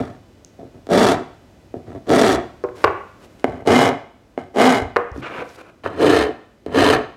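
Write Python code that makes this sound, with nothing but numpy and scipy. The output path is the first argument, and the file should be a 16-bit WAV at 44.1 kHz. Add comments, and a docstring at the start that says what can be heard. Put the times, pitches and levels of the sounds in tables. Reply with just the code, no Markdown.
"""Hand rasp on a board edge

A coarse hand rasp is set on the edge of a wooden board and pushed across it in six strokes, in a small workshop;
the tail of an earlier stroke opens the scene. Rows of teeth knock the board, crush the wood, snap its fibres and
set the blade humming. Twice the rasp is put down on the bench, and things slide, bump and tick there.
The close microphone overloads on the hardest blows and adds a faint electrical whine."""
import sys
import numpy as np
from scipy import signal
from scipy.fft import rfft, irfft
from scipy.io import wavfile
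from scipy.ndimage import uniform_filter1d

SR = 44100
rng = np.random.default_rng(int(sys.argv[2]) if len(sys.argv) > 2 else 0)


def dump_mix(stems):
    """Bounce the given channels to the path in sys.argv[1] as a 16-bit WAV at rate SR."""
    frames = np.atleast_2d(stems).T  # one column per channel
    limited = np.clip(frames, -1, 1)  # hard clip at full scale
    pcm = np.round(limited * 32767).astype(np.int16)
    wavfile.write(sys.argv[1], SR, pcm)


N = 315976  # samples

EDGE_HZ = 16000  # upper band limit
TAPS = 8192  # samples, the grid on which colours are drawn
HZ = np.fft.rfftfreq(TAPS, 1 / SR) + 1
BLOW = np.sqrt(SR / 100)  # gives a response of energy 1 an rms of 1 over 10 ms
TOUCH_S = .003  # the rasp's touch sets in and lets go this quickly
COAST_S = .025  # the rasp has slowed to a crawl this long after the hand lifts
# moving level of the background: time_s [s], air_db [dB], whine_db [dB]
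BACKGROUND_LEVELS = [(0, 2, 0), (1.7, 2.5, 1), (3.3, 3.5, 1.5), (3.899, -2, -12), (4.3, -0.5, -3.5),
                     (7.16, -2, -5)]


def amp(db):
    """Decibels to gain."""
    return 10 ** (np.asarray(db) / 20)


def evened(x):
    """Scales to rms 1."""
    return x / np.sqrt(np.mean(x ** 2) + 1e-20)


def read(points, hz):
    """Reads a curve of (Hz, value) points on a log-frequency axis."""
    f, value = np.transpose(points)
    return np.interp(np.log(hz + 1), np.log(f + 1), value)


def add(mix, s, sound):
    """Adds a sound at a time in seconds."""
    part = mix[max(round(s * SR), 0):][:len(sound)]
    part += sound[:len(part)]


def gate(t, attack_s, release_s):
    """Straight attack, hold and release."""
    return np.clip(np.minimum(t / attack_s, (t[-1] - t) / release_s), 0, 1)


def below(hz, order=4):
    """Low-pass slope in dB."""
    return -10 * np.log10(1 + (HZ / hz) ** (2 * order))


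def above(hz, order=4):
    """High-pass slope in dB."""
    return -10 * np.log10(1 + (hz / HZ) ** (2 * order))


def resonances(modes, narrowest_hz=45):
    """Peaks and gaps in dB, none narrower than the limit."""
    return sum(lift_db / (1 + (2 * (HZ - hz) / max(width_hz, narrowest_hz)) ** 2)
               for hz, width_hz, lift_db in modes)


def ring(db):
    """Causal (minimum-phase) impulse response of energy 1 with the given colour."""
    log_gain = np.log(amp(np.maximum(db - db.max(), -100)))
    circle = np.concatenate([log_gain, log_gain[-2:0:-1]])
    response = np.fft.ifft(np.exp(np.conj(signal.hilbert(circle)))).real[:TAPS // 2]
    return response / np.linalg.norm(response)


def clicks(count, per_s, spread_db):
    """Random clicks of uneven size."""
    sizes = amp(spread_db * np.clip(rng.standard_normal(count), -2.5, 2.5))
    return (rng.random(count) < per_s / SR) * sizes


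def signed_clicks(count, per_s, spread_db):
    """Random clicks that push either way."""
    return clicks(count, per_s, spread_db) * rng.choice([-1, 1], count)


def clumps(count, depth_db, size):
    """A gain that catches and lets go at random, in clumps of the given size in samples."""
    drift = evened(uniform_filter1d(rng.standard_normal(count), size))
    return evened(amp(depth_db * np.clip(drift, -2, 2)))


def steadied(x, size=2200):
    """Evens out the level over a few hundredths of a second (size in samples)."""
    return x / np.sqrt(abs(uniform_filter1d(x ** 2, size)) + 0.012 * np.mean(x ** 2) + 1e-12)


def room_air(t):
    """Low room air: noise with a dark colour, its level drifting."""
    # colour of the air: hz [Hz], level_db [dB]
    air_colour = [(15, -40.5), (25, -15), (45, -1.5), (111, -0.5), (137, -9.5), (190, -5), (326, -5.5),
                  (373, -7.5), (463, -12.5), (545, -10), (1160, -23), (2990, -29.5), (16000, -47)]
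    time_s, air_db, _ = np.transpose(BACKGROUND_LEVELS)
    colour = amp(read(air_colour, np.fft.rfftfreq(N, 1 / SR)))
    air = evened(irfft(rfft(rng.standard_normal(N)) * colour, N))
    return air * amp(-51 + np.interp(t, time_s, air_db))


def electrical_whine(t, whine_hz=500):
    """The thin electrical whine of the microphone: steady harmonics of random phase, swelling and sinking."""
    # partials of the whine: hz [Hz], level_db [dB rms before the moving level]
    partials = [(500, -85), (1500, -77), (3000, -78), (6000, -80), (8000, -85), (9500, -93), (15000, -99)]
    time_s, _, whine_db = np.transpose(BACKGROUND_LEVELS)
    whine = np.sqrt(2) * sum(amp(read(partials, hz)) * np.sin(2 * np.pi * (hz * t + rng.random()))
                             for hz in np.arange(whine_hz, EDGE_HZ, whine_hz))
    return whine * amp(np.interp(t, time_s, whine_db))


def room(x, delay_s=0.011):
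    """Dense reflections of random sign, each band dying at its own speed."""
    # reverberation time: hz [Hz], t60_s [s]
    decay_times = [(150, 0.41), (400, 0.37), (1000, 0.52), (2800, 0.62), (7000, 0.42), (15000, 0.26)]
    # colour of the reverberation: hz [Hz], level_db [dB]
    tail_colour = [(80, 8.5), (300, 4.5), (900, 1.5), (2500, -3), (5000, -3), (9000, -3), (16000, -2)]
    taps = rng.choice([-1., 1.], SR) * (rng.random(SR) < 4000 / SR)
    taps = taps * (np.arange(SR) > delay_s * SR)
    hz, t, bands = signal.stft(taps, SR, nperseg=256)
    t60_s = read(decay_times, hz)[:, None]
    fading_db = read(tail_colour, hz)[:, None] - 60 * t / t60_s
    tail = signal.istft(bands * amp(fading_db), SR, nperseg=256)[1]
    scale = np.linalg.norm(taps * amp(-60 * np.arange(SR) / SR / t60_s.max()))
    return signal.fftconvolve(x, tail / scale)[:N]


def slides():
    """Things slide over the bench: clumped grains of friction rub and hiss, growing until they stop."""
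    # slides: start_s [s], length_s [s], rub_db [dB before the swell], hiss_db [dB before the swell],
    # rub_tilt [dB per octave]
    slide_events = [(2.745, 0.11, -36, -42.5, -1.5), (3.193, 0.0762, -40.5, -48, -2.5),
                    (3.285, 0.16, -56, -56, 2), (5.136, 0.0817, -36, -47, -5.5),
                    (5.211, 0.085, -25, -61.5, 4), (5.28, 0.156, -24.5, -48, 2),
                    (5.426, 0.149, -51, -46.5, -4.5), (5.565, 0.061, -33.5, -47, 1),
                    (5.615, 0.0964, -41.5, -59, 1)]
    # colour of the rubbing: hz [Hz], level_db [dB]
    rub_colour = [(100, -26), (300, 5), (500, 6), (850, -4), (1300, -3), (1700, -7.5), (2100, -6.5),
                  (2900, -16), (3400, -17), (4500, -33.5), (7000, -44), (16000, -74.5)]
    # colour of the hiss: hz [Hz], level_db [dB]
    hiss_colour = [(2000, 0.5), (4500, -3.5), (7000, -8), (11000, -12.5), (16000, -22.5)]
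    # resonances of the sliding thing: hz [Hz], width_hz [Hz], lift_db [dB]
    rub_modes = [(470, 90, -2.5), (1498, 200, 4.5), (1970, 240, -6), (2395, 140, 4), (2800, 170, 4.5),
                 (3370, 540, -6)]
    growth_db, start_s, stop_s, tilt_pivot_hz = 6.5, 0.0179, 0.015, 1000
    out = np.zeros(N)
    for s, length, rub_db, hiss_db, tilt in slide_events:
        age = np.arange(0, length, 1 / SR)
        swell = gate(age, start_s, stop_s) * amp(growth_db * (age / length - 1.5))
        swell = swell * clumps(len(age), depth_db=1.0, size=500)
        rub = read(rub_colour, HZ) + resonances(rub_modes) + tilt * np.log2(HZ / tilt_pivot_hz)
        for db, colour in ((rub_db, rub), (hiss_db, read(hiss_colour, HZ))):
            grains = evened(signed_clicks(len(age), 5000, 4.4))
            add(out, s, amp(db) * signal.fftconvolve(swell * grains, ring(colour)))
    return out


def bumps():
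    """Dull bumps ring in the board or bench: single decaying sines with a softened start."""
    # bumps: start_s [s], level_db [dB], pitch_hz [Hz], t60_s [s]
    bump_events = [(2.845, -38.5, 71.6, 0.26), (3.69, -20, 102, 0.107), (4.821, -17.5, 86.7, 0.094),
                   (5.116, -22.5, 76, 0.11), (5.162, -28, 260, 0.064), (5.18, -20, 276, 0.067),
                   (5.192, -27, 136.2, 0.093), (5.385, -26, 178, 0.037), (5.419, -19, 486, 0.082)]
    out, t = np.zeros(N), np.arange(SR // 3) / SR
    for s, db, hz, t60 in bump_events:
        onset = 1 - np.exp(-t / 0.0004)
        add(out, s, amp(db - 60 * t / t60) * onset * np.sin(2 * np.pi * hz * t))
    return out


def ticks(width_hz=1300):
    """Small sharp ticks: impulses through one broad resonance."""
    # ticks: start_s [s], level_db [dB rms over 10 ms], pitch_hz [Hz]
    tick_events = [(.448, -44, 6300), (2.639, -52.5, 4960), (2.91, -64, 6500), (5.117, -58, 5610),
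                   (5.177, -57.5, 6000), (5.492, -54, 5750)]
    out = np.zeros(N)
    for s, db, hz in tick_events:
        peak = -15 * np.log10(1 + (2 * (HZ - hz) / width_hz) ** 2)
        add(out, s, amp(db) * BLOW * ring(peak))
    return out


def put_down(rattle_t60=0.035, rattle_db=-1):
    """Steel strikes the bench: a clack, a brief dense rattle and a few wooden modes, all softened by the blow."""
    # the rasp is put down or picked up and rattles: start_s [s], clack_db [dB], bright_hz [Hz],
    # ring_db [dB], pitch [factor on the bench's modes]
    clacks = [(2.639, -24, 696, -16, 1.016), (2.6463, -26, 633, -41, 1), (2.688, -40, 1299, -43, 2.15),
              (2.8417, -12, 2313, -21, 0.92), (2.8452, -10.5, 2360, -13.5, 0.84),
              (2.872, -24.5, 2000, -30, 0.81), (2.878, -23, 1800, -35, .88), (4.9619, -18, 2340, -14.5, 1),
              (4.9668, -14.5, 2040, -25, 1.2), (4.9872, -25, 1000, -26, 1), (5.161, -38, 900, -48, 1.14),
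              (5.861, -22, 1480, -27, 1.18)]
    # colour of the bench: hz [Hz], level_db [dB]
    bench_colour = [(40, -46.5), (90, -2.5), (220, -18), (380, 8), (800, 0.5), (1250, 3.5), (1700, -0.5),
                    (2500, -5), (3400, -17), (6000, -20), (16000, -13.5)]
    # modes of the bench: hz [Hz before the pitch factor], level_db [dB before softening], t60_s [s]
    bench_modes = [(480, 0.5, 0.22), (590, -6, 0.13), (914, -17.5, .14), (1062.7, -13.5, 0.18),
                   (1194, -32.5, .13), (1390, -19, .13), (1540, -21, .12)]
    out, t = np.zeros(N), np.arange(SR // 3) / SR
    for s, db, bright_hz, ring_db, pitch in clacks:
        chatter = rng.standard_normal(len(t)) * amp(-60 * t / rattle_t60)
        contact = (t == 0) + amp(rattle_db) * chatter / np.linalg.norm(chatter)
        blow = ring(read(bench_colour, HZ) + below(bright_hz, order=2))
        add(out, s, amp(db) * BLOW * signal.fftconvolve(contact, blow))
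        modes = 0
        for hz, level, t60 in bench_modes:
            softening = np.hypot(1, hz / bright_hz)
            modes = modes + amp(level - 60 * t / t60) * np.sin(2 * np.pi * hz * pitch * t) / softening
        add(out, s, amp(ring_db) * modes * (1 - np.exp(-t * bright_hz)))
    return out


def board(modes, knock_hz=900, snap_hz=3200, shudder_hz=160):
    """How the board answers to a tooth's knock, crushed wood and a snapping fibre, and the bench's shudder."""
    # colour of the board: hz [Hz], level_db [dB]
    board_colour = [(30, -25.5), (70, -14.5), (110, -2), (175, -13.5), (250, 4), (420, 5.5), (760, 1),
                    (950, -10), (1900, -17), (3500, -29.5), (6000, -38), (9000, -43), (12000, -51.5),
                    (16000, -60)]
    # no resonance or gap is very narrow, so the board's ring is short
    db = read(board_colour, HZ) + resonances(modes)
    knock = above(shudder_hz) + below(knock_hz)
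    crunch = above(knock_hz) + below(snap_hz)
    return [ring(db + part) for part in (knock, crunch, above(snap_hz), below(shudder_hz))]


def blade(length, db, last_hz):
    """The teeth shake the overhanging blade, whose bending note sinks as more of it overhangs the edge."""
    fall_oct_per_s, pole_width_hz, rise_s, fade_s = 7.5, 14.7, 0.099, .05
    t = np.arange(0, length + fade_s, 1 / SR)
    turns = np.cumsum(last_hz * 2 ** (fall_oct_per_s * (length - t))) / SR
    pole, shaking = np.exp(-np.pi * pole_width_hz / SR), rng.standard_normal((2, len(t)))
    # a slow complex wander, shifted up to the gliding note
    swing = signal.lfilter([1], np.poly([pole, pole]), shaking[0] + 1j * shaking[1])
    hum = evened(steadied((swing * np.exp(2j * np.pi * turns)).real))
    return amp(db) * gate(t, rise_s, fade_s) * hum


def drag(length, knock_db, crunch_db, fade_db):
    """Gains of knock, crunch and snap for a touch that fades or grows evenly in dB."""
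    t = np.arange(0, length, 1 / SR)
    snap_db = crunch_db - 15
    return [amp(db - fade_db * t / length) * gate(t, TOUCH_S, TOUCH_S) for db in (knock_db, crunch_db, snap_db)]


def stroke(lean_s, length, knock_db, crunch_db, snap_db, easing_db, hardest, snap_fall_db_per_s):
    """Gains of knock, crunch and snap: the hand leans in, the cut swells, the hand eases off, the rasp slides off."""
    lean_db, slide_off_s = 33, .11  # depth at which a stroke begins; time until the rasp is clear of the edge
    # how much weaker (knock, crunch, snap) are at the slow ends of a stroke [dB]
    arches_db = (1, 8, 8)
    # how fast (knock, crunch) die away as the hand lifts [dB/s]
    slide_off_db_per_s = (166.5, 217)
    t = np.arange(0, length + slide_off_s, 1 / SR)
    along, hardest = np.minimum(t / length, 1), np.clip(hardest, .1, .9)
    lean = -lean_db * np.maximum(1 - t / lean_s, 0) ** 2
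    slowness = ((along - hardest) / max(hardest, 1 - hardest)) ** 2
    levels = (knock_db - easing_db * along, crunch_db, snap_db)
    falls = (*slide_off_db_per_s, snap_fall_db_per_s)
    lifted_s = np.maximum(t - length, 0)
    return [amp(db + lean - arch * slowness - fall * lifted_s) * gate(t, TOUCH_S, TOUCH_S)
            for db, arch, fall in zip(levels, arches_db, falls)]


def scrape(gains, moving_s, tooth_hz, shudder_db, stray, tearing, body):
    """Tooth rows hit the edge faster in mid-stroke; each bite lets go a burst of breaking fibres."""
    slowest, wobble = .35, .08  # share of full speed; relative jitter of speed
    uneven_db, stray_per_s, grain_db, fibre_db, thrust = 1.5, 420, 2.0, 4, 0.54
    knock, crunch, snap = gains
    count = len(knock)
    progress = np.minimum(np.arange(count) / SR / moving_s, 1)
    speed = slowest + (1 - slowest) * np.sqrt(abs(np.sin(np.pi * progress)))
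    jitter = evened(uniform_filter1d(rng.standard_normal(count), size=200))
    turns = np.cumsum(tooth_hz * speed * np.maximum(1 + wobble * jitter, 0)) / SR
    # one impulse as each row passes, joined by stray teeth
    row_sizes = amp(uneven_db * np.clip(rng.standard_normal(count), -2, 2))
    teeth = evened(np.diff(np.floor(turns), prepend=0) * row_sizes)
    stray = np.clip(stray, 0, 1)
    stray_teeth = evened(clicks(count, stray_per_s, uneven_db))
    force = steadied(np.sqrt(1 - stray) * teeth + np.sqrt(stray) * stray_teeth, size=1300)
    # a bite tears for under 2 ms, with some steady tearing in between
    bite = tearing + evened(signal.lfilter([1], [1, -np.exp(-1 / (.0018 * SR))], force))
    crushing = steadied(thrust * force + evened(bite * signed_clicks(count, 4000, grain_db)))
    snapping = bite * clumps(count, depth_db=2.0, size=220) * signed_clicks(count, 10000, fibre_db)
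    fibres = steadied(snapping)
    push = uniform_filter1d(force, size=900) - force  # only the unsteady part of the force sounds
    # whole rows shake the heavy bench most
    heave = 1.52 * push + uniform_filter1d(teeth, size=900) - teeth
    drives = (push * knock, crushing * crunch, fibres * snap, heave * knock * amp(shudder_db))
    return sum(signal.fftconvolve(drive, response) for drive, response in zip(drives, body))


def rasp(echo=0.1655):
    """Strokes, drags and landings all sound through the board as it is held at that time."""
    # strokes: start_s [s], lean_s [s], length_s [s], knock_db [dB], crunch_db [dB], snap_db [dB],
    # easing_db [dB lost by the end], hardest [share of the length, 0-1], snap_fall [dB/s],
    # tooth_hz [tooth rows a second at full speed, Hz], shudder_db [dB], stray [share of stray teeth, 0-1],
    # tearing [steady tearing between bites, 0-1], blade_db [dB], blade_hz [Hz as the hand lifts]
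    strokes = [(0.885, 0.044, 0.24, -7.5, -18, -26, 10.5, 0.64, 650, 215, -17, 0.64, 0.51, -36, 81.9),
               (2.064, 0.057, 0.29, -7, -18.5, -26.5, 13, 0.58, 1603, 208.1, -20.5, 0.59, 0.2, -34, 74.3),
               (3.647, 0.044, 0.23, -9.5, -17, -26, 8.5, 0.62, 558, 240.1, -19.5, 0.72, .5, -28.5, 100.1),
               (4.538, 0.0728, 0.24, -7, -16, -25.5, 13.5, .42, 420, 256.7, -25.5, 0.41, 0.31, -34.5, 112.5),
               (5.963, 0.0667, 0.26, -10, -19, -27.5, 6.5, 0.64, 396.5, 96.4, -26.5, 0.87, 1, -32, 66.3),
               (6.706, 0.08, 0.24, -9.5, -16.5, -24.5, 8, 0.71, 1398.5, 98.2, -18, 0.91, 1, -34.5, 62)]
    # the tail of a stroke at the start, then light drags of the rasp on the edge: start_s [s], length_s [s],
    # knock_db [dB], crunch_db [dB], fade_db [dB lost by the end, negative grows]
    drags = [(0, 0.028, -10, -23.5, 29), (0.021, 0.15, -33, -36, 18.5), (0.588, 0.1, -36.5, -56, 11),
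             (0.737, 0.068, -40.5, -55.5, 16), (1.75, 0.079, -29, -50, 22),
             (1.864, 0.0787, -38, -50.5, 0.5), (1.946, .04, -34, -46, 4), (2.055, 0.042, -47, -54, -19),
             (3.461, 0.17, -30.5, -40, 11.5), (4.384, 0.11, -35, -38, 22), (5.835, 0.0534, -34, -33, 0.5),
             (5.883, 0.14, -39.5, -43.5, -8), (6.665, 0.076, -32, -44, -1)]
    # the rasp lands on the edge or a tooth catches: start_s [s], knock_db [dB], crunch_db [dB], snap_db [dB]
    landings = [(0.596, -39, -70.5, -66), (0.631, -35, -66, -75), (0.869, -34.5, -43, -50.5),
                (0.89, -27.5, -42, -54), (0.911, -17, -37, -50.5), (1.741, -24.5, -44, -75),
                (1.883, -40, -69, -68), (1.919, -43, -45, -72), (1.95, -29.5, -60, -63),
                (2.094, -27, -33, -36), (2.351, -21, -33.5, -47.5), (3.397, -49, -57.5, -54),
                (3.443, -10.5, -18, -37), (3.488, -28, -52, -66), (3.674, -18, -41, -30.5),
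                (4.377, -19, -31.5, -54.5), (4.561, -19, -41, -44), (4.822, -24.5, -35.5, -45.5),
                (6.003, -22, -32, -47), (6.663, -22.5, -42.5, -49), (6.967, -26, -38, -40)]
    # resonances and gaps of board and rasp, one list for each hold: hz [Hz],
    # width_hz [Hz before the narrowest limit], lift_db [dB]
    board_modes = [
        [(215, 180, 4.5), (430, 230, 2.5), (514, 19, -6.5), (672, 21, 2.5), (832.7, 37, -14), (1039, 18, -10),
         (1307, 17, 4.5), (1505, 70, -7.5), (2095, 38, -8), (2525, 73, -12.5), (2916, 920, -4), (3430, 270, 5),
         (5060, 440, 3), (5170, 120, -24), (5570, 200, 4)],
        [(274.9, 21, 3), (322, 35, -12), (510, 35, -9.5), (732, 1350, -1.5), (1442, 38, -9), (1556, 36, 4.5),
         (1865, 27.3, -6.5), (2110, 134, 9), (2456, 326, -0.5), (2690, 180, -9), (2961, 155, 7.5),
         (3607, 81, -10), (4468, 140, -7.5), (6300, 120, -5), (6680, 170, 5.5)],
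        [(303, 40, 8.5), (432.2, 24, 10.5), (826, 55, -15), (1444, 53, 7), (1483, 60.5, -19), (1790, 240, 5.5),
         (1990, 46.3, -14.5), (2250, 53, -3.5), (3090, 270, 9), (3252, 147, -9.5), (4216, 530, 7),
         (4417, 93, -16), (5100, 100, -4), (5606, 101, -19.5), (7190, 236, -10.5)],
    ]
    # the work is moved and held anew at these times: time_s [s]
    moves = (3.0, 5.5)
    out, bodies = np.zeros(N), [board(modes) for modes in board_modes]
    for s, *effort, tooth_hz, shudder_db, stray, tearing, blade_db, blade_hz in strokes:
        length, body = effort[1], bodies[np.searchsorted(moves, s)]
        add(out, s, scrape(stroke(*effort), length + COAST_S, tooth_hz, shudder_db, stray, tearing, body))
        add(out, s, blade(length, blade_db, blade_hz))
    for s, *touch in drags:
        body = bodies[np.searchsorted(moves, s)]
        add(out, s, scrape(drag(*touch), moving_s=touch[0], tooth_hz=88.13, shudder_db=-8.5,
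                           stray=0.46, tearing=0.82, body=body))
    for s, *levels in landings:
        body = bodies[np.searchsorted(moves, s)]
        add(out, s, -BLOW * sum(amp(db) * response for db, response in zip(levels, body)))
    # one early echo comes back inverted and ripples the colour about every 105 Hz
    add(out, .00948, -echo * out)
    return out


def scene(rasp_room_db=-11, bench_room_db=-7):
    """The rasp is close to the microphone; the bench top is farther off and wetter."""
    t = np.arange(N) / SR
    background = room_air(t) + electrical_whine(t)
    far = slides() + bumps() + ticks() + put_down()
    near = rasp()
    reverb = room(amp(rasp_room_db) * near + amp(bench_room_db) * far)
    return (near + far + reverb + background)[None]


def record(dry, low_cut_hz=48):
    """The microphone drops the deepest bass and overloads on the loudest peaks; then the band limit."""
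    dry = signal.sosfilt(signal.butter(2, low_cut_hz, "highpass", fs=SR, output="sos"), dry)
    clipped = dry / (1 + dry ** 8) ** (1 / 8)
    band_limit = signal.firwin(511, EDGE_HZ, window=("kaiser", 9), fs=SR)
    return signal.oaconvolve(clipped, band_limit[None], "same")


dry = scene()
out = record(dry)
dump_mix(out)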